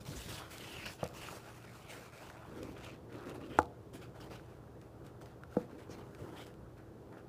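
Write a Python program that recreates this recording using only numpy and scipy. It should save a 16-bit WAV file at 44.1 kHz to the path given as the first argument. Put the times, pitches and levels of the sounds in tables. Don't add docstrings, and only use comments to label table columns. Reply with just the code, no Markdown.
import sys
import numpy as np
from scipy import signal
from scipy.fft import rfft, irfft, next_fast_len
from scipy.io import wavfile
from scipy.ndimage import uniform_filter1d, map_coordinates

SR = 44100
rng = np.random.default_rng(int(sys.argv[2]) if len(sys.argv) > 2 else 0)


def to_wav(sig):
    pcm = np.clip(np.atleast_2d(sig), -1, 1) * 32767
    pcm = np.round(pcm).astype(np.int16)
    wavfile.write(sys.argv[1], SR, pcm.T)


N = 321108

# start_s, length_s, rasp_db, hiss_db, scuff_db
CLOTH_STROKES = [(.005, 0.01, -63, -61, -72), (.058, 0.071, -59, -54.5, -58), (.155, 0.11, -57, -53, -65),
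                 (.28, 0.1, -53.5, -51, -55.5), (.365, 0.075, -59.5, -70, -51.5), (.45, .06, -70, -67, -61),
                 (.505, .08, -59.5, -56, -58), (.595, 0.13, -54.5, -58, -60), (.72, 0.12, -52, -59.5, -60),
                 (.857, 0.0063, -44.5, -53, -50), (.89, 0.044, -63, -57, -65),
                 (.988, 0.062, -58.5, -66.5, -57), (1.085, 0.057, -73, -69, -60.5),
                 (1.14, 0.063, -57.5, -57, -56), (1.205, 0.086, -53.5, -57.5, -54.5),
                 (1.29, .07, -64, -56, -53.5), (1.38, 0.2, -66, -65.5, -58.5),
                 (1.6, 0.34, -64.5, -66.5, -60.5), (1.89, 0.069, -59.5, -59.5, -53.5),
                 (1.96, 0.11, -62.5, -65, -58), (2.125, .18, -63, -64.5, -56.5),
                 (2.32, 0.24, -69.5, -72.5, -58), (2.55, 0.18, -66, -68, -59.5),
                 (2.755, 0.089, -62.5, -73, -56), (2.832, 0.065, -56.5, -69, -57),
                 (2.915, 0.02, -66.5, -84, -58), (3.103, 0.15, -64.5, -76, -58),
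                 (3.262, 0.041, -61, -65.5, -55), (3.342, 0.016, -62, -66, -54),
                 (3.405, 0.049, -62.5, -74, -60.5), (3.5, 0.11, -58.5, -68.5, -57.5),
                 (3.935, 0.022, -62.5, -60.5, -55), (4.012, 0.024, -63.5, -67, -59),
                 (4.148, 0.036, -70, -73, -59.5), (4.205, 0.036, -60.5, -64, -54),
                 (4.305, 0.053, -61.5, -65.5, -57.5), (4.38, 0.18, -77, -79, -66),
                 (4.815, 0.019, -77, -77, -62), (5.045, 0.024, -68.5, -70, -63),
                 (5.21, 0.0051, -65, -65, -56), (5.257, .008, -70, -70, -57), (5.28, .025, -72, -79, -67),
                 (5.51, 0.11, -69.5, -70, -57.5), (5.69, 0.058, -72.5, -79, -63.5),
                 (5.78, 0.047, -67.5, -71, -59.5), (5.9, 0.047, -62, -66.5, -57.5),
                 (5.965, 0.053, -69.5, -76, -56.5), (6.04, 0.2, -80, -75, -62), (6.18, 0.22, -72, -71, -56),
                 (6.36, .065, -59, -64, -61.5), (6.46, 0.0072, -66, -67, -55),
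                 (6.772, 0.019, -72.5, -84, -61), (7.122, 0.0067, -71, -78, -56.5),
                 (7.172, 0.0081, -70, -78, -61)]
# time_s, pitch_hz, whistle_over_rasp_db
HAND_HOLLOW = [(.2, 3580, -7), (.43, 3280, -4), (.62, 2970, -4), (.8, 2750, -1), (.87, 2620, -5),
               (1.0, 2730, -3), (1.26, 2670, 0), (2.0, 2300, -12), (2.87, 2560, -8), (3.3, 2310, -23),
               (3.55, 3100, -1), (4.04, 3260, -2), (4.3, 3030, -14), (6.0, 2300, -6), (6.33, 3170, 1),
               (6.42, 3100, 1), (6.8, 2290, 1)]
# middle_s, half_length_s, pitch_hz, level_db
CLOTH_SWIPES = [(.123, .015, 4260, -58.5), (0.173, 0.021, 6600, -54.5), (0.347, .021, 4350, -54),
                (.88, 0.026, 4950, -55.5), (2.863, 0.054, 6500, -67), (3.348, 0.0077, 10000, -66),
                (3.954, .014, 10500, -64), (4.216, 0.013, 5000, -63), (5.92, 0.019, 5600, -61.5)]
# start_s, length_s, drag_db, rumble_db
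GRIP_SHIFTS = [(0, 0.026, -71, -50), (.08, 0.074, -53.5, -49), (.235, 0.069, -56, -51.5),
               (.33, .09, -60, -58), (.52, 0.29, -60.5, -60), (.75, 0.13, -61, -51),
               (1.14, 0.23, -61.5, -58), (1.4, 0.26, -69, -74), (1.96, 0.1, -57, -73),
               (2.15, .2, -63.5, -76), (2.495, 0.23, -50, -56), (2.595, 0.047, -47, -59),
               (2.78, 0.37, -60.5, -67), (3.125, 0.038, -51, -67), (3.22, .34, -50, -70),
               (3.26, 0.046, -52.5, -59), (3.93, 0.025, -54, -58), (4.18, .17, -58, -58.5),
               (4.81, .02, -60, -71), (4.98, 0.04, -56, -64), (5.72, 0.054, -53, -65),
               (5.877, .12, -56.5, -53.5), (6.2, 0.037, -48.5, -58), (6.28, 0.16, -54.5, -64),
               (6.9, 0.28, -60, -66)]
# time_s, ring_db, crack_db, spot (0, 1 or 2)
PHONE_KNOCKS = [(1.0302, -0.5, -48, 0), (1.0533, -10, -62, 0), (3.588, 0, -30, 1), (5.5671, 2, -52, 2),
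                (5.893, -20, -58, 2)]
# pitch_hz, fade_s, spot_0_db, spot_1_db, spot_2_db
CASE_TONES = [(84, 0.13, -41, -33, -60), (177, 0.036, -29.5, -38, -20.5), (235, 0.022, -44, -27, -15.5),
              (325, 0.023, -33.5, -15.5, -19.5), (490, 0.081, -31.5, -25.5, -25),
              (616, 0.014, -20, -15, -23), (878, 0.011, -29, -8, -32.5), (1170, 0.023, -34.5, -18.5, -42),
              (1365, 0.015, -41, -12.5, -36.5), (1660, 0.0094, -38, -40, -42), (855, 0.15, -66, -30, -47.5),
              (705, 0.5, -67, -46.5, -56)]
# time_s, peak_db, pitch_hz
FIBRE_SNAPS = [(.053, -41, 2460), (0.5825, -32.5, 2960), (0.8617, -32, 2500), (1.041, -32.5, 4070),
               (1.063, -38, 3000), (1.077, -37, 4500), (1.088, -43, 5000), (1.2866, -45, 2000),
               (2.2998, -43, 2500), (2.631, -40, 3500), (2.847, -35.5, 2700), (3.296, -38, 2300),
               (3.5998, -39, 2970), (3.6202, -43, 3000), (3.6296, -41, 3440), (3.6565, -46, 3800),
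               (4.2045, -46, 3000), (4.356, -48, 3500), (4.815, -48, 3000), (5.067, -46.5, 4000),
               (5.259, -46, 2200), (5.436, -48, 3100), (6.149, -44.5, 2150), (6.468, -42, 3300),
               (6.541, -50, 2780), (7.182, -56, 1580)]
# time_s, level_db, pitch_hz
HAND_TOUCHES = [(0.085, -30, 146), (.114, -36, 105), (.163, -37, 61), (0.293, -39, 108), (.368, -43, 1420),
                (0.411, -43, 1060), (1.031, -36, 114), (1.2863, -29.5, 1290), (2.301, -34.5, 1500),
                (2.4516, -37.5, 900), (2.609, -35, 310), (3.2622, -51, 1300), (3.52, -46, 1400),
                (3.945, -35.5, 282), (4.2025, -41, 1490), (4.3967, -39.5, 1460), (5.214, -42, 1380),
                (5.4358, -33.5, 1380), (7.17, -43, 1480)]
# frequency_hz, relative_db
HISS_COLOUR = [(1200, 2.5), (2500, -3.5), (4500, 2), (6500, 1.5), (9000, -1), (12000, -4), (15000, -5)]
RASP_COLOUR = [(1200, -9.5), (1900, 0), (2500, 2.5), (3600, -5), (5000, -9.5), (9000, -43)]
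SCUFF_COLOUR = [(300, -12), (600, 3), (800, 0.5), (1080, -1.5), (1400, 0), (1900, -9.5), (3000, -35)]
DRAG_COLOUR = [(90, -23), (180, 0.5), (240, 8.5), (310, 11.5), (420, 9), (600, 0), (1000, -48)]
RUMBLE_COLOUR = [(20, -41), (45, -1.5), (85, 6), (140, 5), (220, -2), (450, -49)]
AIR_COLOUR = [(25, -50), (52, -0.5), (80, -3), (125, -1), (240, -6), (330, -3.5), (460, -5), (700, -12.5),
              (1100, -19), (1550, -26.5), (2000, -31.5), (4000, -35.5), (8000, -40.5), (15000, -43)]
# frequency_hz, fade_s
ECHO_FADES = [(100, 0.47), (700, 0.3), (2000, 0.04), (10000, 0.11)]
# pitch_hz, level_db
HUM_TONES = [(117.6, -58.5), (81.4, -70.5), (326.6, -64.5), (404.4, -66.5), (497, -70.5)]
# time_s, gain_db
HAND_SHIELD = [(0, -3.5), (1.3, -5.5), (1.6, -5.5), (2.3, -8), (2.7, -1), (7.28, -2)]

STROKE_ATTACK_S, STROKE_RELEASE_S = 0.0086, 0.03
GRIP_ATTACK_S, GRIP_RELEASE_S = 0.019, 0.042
RESTING_SCUFF_DB, RESTING_RUMBLE_DB = -70, -61.5


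def rubbing(cling_db=0.87):
    rasp_gain, hiss_gain, scuff_gain = swells(CLOTH_STROKES, STROKE_ATTACK_S, STROKE_RELEASE_S)
    drag_gain, _ = swells(GRIP_SHIFTS, GRIP_ATTACK_S, GRIP_RELEASE_S)
    _, seal_db = curves(HAND_HOLLOW)
    catch_db = .8 * wobble(45) + .8 * wobble(220)
    fibres = coloured(slips(per_s=2700, spread_db=1, smooth=1.0), HISS_COLOUR)
    hiss = hiss_gain * folds(fibres, depth_db=2.0)
    whistle = hollow(slips(per_s=2000, spread_db=3, smooth=0.67), sharpness=5.0)
    pressed = coloured(slips(per_s=2400, spread_db=5, smooth=0.77), RASP_COLOUR)
    blend = amp(seal_db) * whistle + folds(pressed, depth_db=3.5)
    rasp = rasp_gain * blend / np.hypot(1, amp(seal_db))
    case_rub = coloured(slips(per_s=900, spread_db=4.0, smooth=1.0), SCUFF_COLOUR)
    scuff = np.hypot(scuff_gain, amp(RESTING_SCUFF_DB)) * folds(case_rub, depth_db=3)
    drag = drag_gain * coloured(slips(per_s=400, spread_db=2.5, smooth=0.89), DRAG_COLOUR)
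    cling = amp(cling_db * wobble(70))
    cloth = lift_off() * cling * (hiss + rasp)
    return amp(catch_db) * (cloth + scuff + drag + swipes())


def slips(per_s, spread_db, smooth):
    clicks = rng.random(N) < per_s / SR
    size = rng.choice([-1, 1], N) * amp(spread_db * np.clip(rng.standard_normal(N), -2, 2))
    return unit(unit(clicks * size) + smooth * rng.standard_normal(N))


def folds(x, depth_db):
    spectra = signal.stft(x, SR, nperseg=512)[2]
    patches = uniform_filter1d(rng.standard_normal(spectra.shape), size=6, axis=0)
    patches = uniform_filter1d(patches, size=10, axis=1)
    return unit(signal.istft(spectra * amp(depth_db * unit(patches)), SR, nperseg=512)[1][:N])


def hollow(x, sharpness):
    hz, t, spectra = signal.stft(x, SR, nperseg=512)
    time_s, pitch_hz, _ = np.transpose(HAND_HOLLOW)
    peak = resonance(hz[:, None], np.interp(t, time_s, pitch_hz), sharpness) ** 2
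    return unit(signal.istft(spectra * peak, SR, nperseg=512)[1][:N])


def lift_off(depth_db=22, length_s=0.1):
    knock_s = max(PHONE_KNOCKS, key=lambda knock: knock[2])[0]
    after_s = np.arange(N) / SR - knock_s
    return amp(-depth_db * (after_s > 0) * np.exp(-(after_s / length_s) ** 2))


def swipes(sharpness=2.9):
    out, t = np.zeros(N), np.arange(N) / SR
    for middle_s, half_length_s, pitch_hz, level_db in CLOTH_SWIPES:
        hiss = filtered(rng.standard_normal(N), lambda hz: resonance(hz, pitch_hz, sharpness) ** 2)
        out += amp(level_db) * np.exp(-((t - middle_s) / half_length_s) ** 2) * unit(hiss)
    return out


def knocks(attack_s=0.00016, crack_fade_s=0.016):
    out, t = np.zeros(N), np.arange(SR // 3) / SR
    hz, fade_s, *spots_db = np.transpose(CASE_TONES)
    direction = (-1) ** np.arange(len(hz))
    tones = direction[:, None] * np.sin(2 * np.pi * hz[:, None] * t) * amp(-60 * t / fade_s[:, None])
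    for time_s, ring_db, crack_db, spot in PHONE_KNOCKS:
        ring = amp(ring_db + spots_db[spot]) @ tones * (1 - np.exp(-t / attack_s))
        crack = signal.lfilter(*signal.butter(2, 8500, fs=SR), rng.standard_normal(len(t)))
        add(out, time_s, ring + amp(crack_db - 60 * t / crack_fade_s) * crack)
    return out


def snaps(sharpness=1.0, brightness=0.031, crumble_cycles=5, crumble_gain=0.19):
    out, t = np.zeros(N), np.arange(2048) / SR
    hz = np.fft.rfftfreq(len(t), 1 / SR)
    click = t == 0
    for time_s, peak_db, pitch_hz in FIBRE_SNAPS:
        crumble = crumble_gain * rng.standard_normal(len(t)) * np.exp(-t * pitch_hz / crumble_cycles)
        snap = irfft(rfft(click + crumble) * (resonance(hz, pitch_hz, sharpness) + brightness))
        add(out, time_s, amp(peak_db) * snap / np.abs(snap).max())
    return out


def touches(fade_cycles=11.6):
    out, t = np.zeros(N), np.arange(SR // 3) / SR
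    for time_s, level_db, pitch_hz in HAND_TOUCHES:
        cycles = t * pitch_hz
        gain = amp(level_db - 60 * cycles / fade_cycles) * (1 - np.exp(-2 * cycles))
        add(out, time_s, gain * np.sin(2 * np.pi * cycles))
    return out


def crackle(level_db=-70, pitch_hz=3400, full_press_db=-64):
    rasp_gain, _, _ = swells(CLOTH_STROKES, STROKE_ATTACK_S, STROKE_RELEASE_S)
    pressure = np.tanh(rasp_gain / amp(full_press_db))
    clicks = slips(per_s=110, spread_db=2.5, smooth=0)
    pops = unit(filtered(clicks, lambda hz: resonance(hz, pitch_hz, sharpness=1.0)))
    return amp(level_db) * pressure * pops


def grip_rumble():
    _, rumble_gain = swells(GRIP_SHIFTS, GRIP_ATTACK_S, GRIP_RELEASE_S)
    rumble = coloured(slips(per_s=160, spread_db=7.5, smooth=0.46), RUMBLE_COLOUR)
    return np.hypot(rumble_gain, amp(RESTING_RUMBLE_DB)) * rumble


def kitchen_echo(x):
    hz, t, spectra = signal.stft(rng.standard_normal(SR // 2), SR, nperseg=256)
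    fade = amp(-60 * t / value_at(ECHO_FADES, hz)[:, None])
    tail = signal.istft(spectra * fade, SR, nperseg=256)[1]
    tail = np.pad(tail, (SR // 200, 0))
    return signal.fftconvolve(x, tail / np.linalg.norm(tail))[:N]


def appliance(air_db=-54):
    hum, t = np.zeros(N), np.arange(N) / SR
    for pitch_hz, level_db in HUM_TONES:
        gain = amp(level_db + 2.0 * wobble(3.05)) * np.sqrt(2)
        hum += gain * np.sin(2 * np.pi * pitch_hz * t + 0.45 * wobble(4))
    return hum + amp(air_db) * coloured(rng.standard_normal(N), AIR_COLOUR)


def swells(rows, attack_s, release_s):
    power = np.zeros((len(rows[0]) - 2, N))
    for start_s, length_s, *levels_db in rows:
        rise_s = attack_s + 0.2 * length_s
        begin_s = max(start_s - rise_s / 2, 0)
        t = np.arange(SR) / SR + begin_s - start_s
        shape = np.clip(t / rise_s + .5, 0, 1) * np.exp(-np.maximum(t - length_s, 0) / release_s)
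        for track, db in zip(power, levels_db):
            add(track, begin_s, (amp(db) * shape) ** 2)
    return np.sqrt(power)


def amp(db):
    return 10 ** (np.asarray(db) / 20)


def unit(x):
    return x / np.sqrt(np.mean(x ** 2) + 1e-20)


def value_at(table, hz):
    row_hz, values = np.transpose(table)
    return np.interp(np.log(hz + 1), np.log(row_hz + 1), values)


def curves(rows):
    time_s, *columns = np.transpose(rows)
    return [np.interp(np.arange(N) / SR, time_s, column) for column in columns]


def wobble(per_s):
    return map_coordinates(rng.standard_normal(int(N * per_s / SR) + 4), [np.arange(N) * per_s / SR])


def filtered(x, response):
    size = next_fast_len(N + SR // 2)
    return irfft(rfft(x, size) * response(np.fft.rfftfreq(size, 1 / SR)), size)[:N]


def coloured(x, colour):
    return unit(filtered(x, lambda hz: amp(value_at(colour, hz))))


def resonance(hz, pitch_hz, sharpness):
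    damping = 1j * hz * pitch_hz / sharpness
    return damping / (pitch_hz ** 2 - hz ** 2 + damping)


def add(track, start_s, sound):
    part = track[round(start_s * SR):][:len(sound)]
    part += sound[:len(part)]


def scene():
    rub, blows = rubbing(), knocks()
    ticks = snaps() + touches() + crackle()
    echo = kitchen_echo(amp(-19.0) * blows + amp(-24) * (rub + ticks))
    shield_db, = curves(HAND_SHIELD)
    return (rub + grip_rumble() + blows + ticks + echo + amp(shield_db) * appliance())[None]


def record(dry):
    return filtered(dry[0], lambda hz: hz < 15400)[None]


dry = scene()
out = record(dry)
to_wav(out)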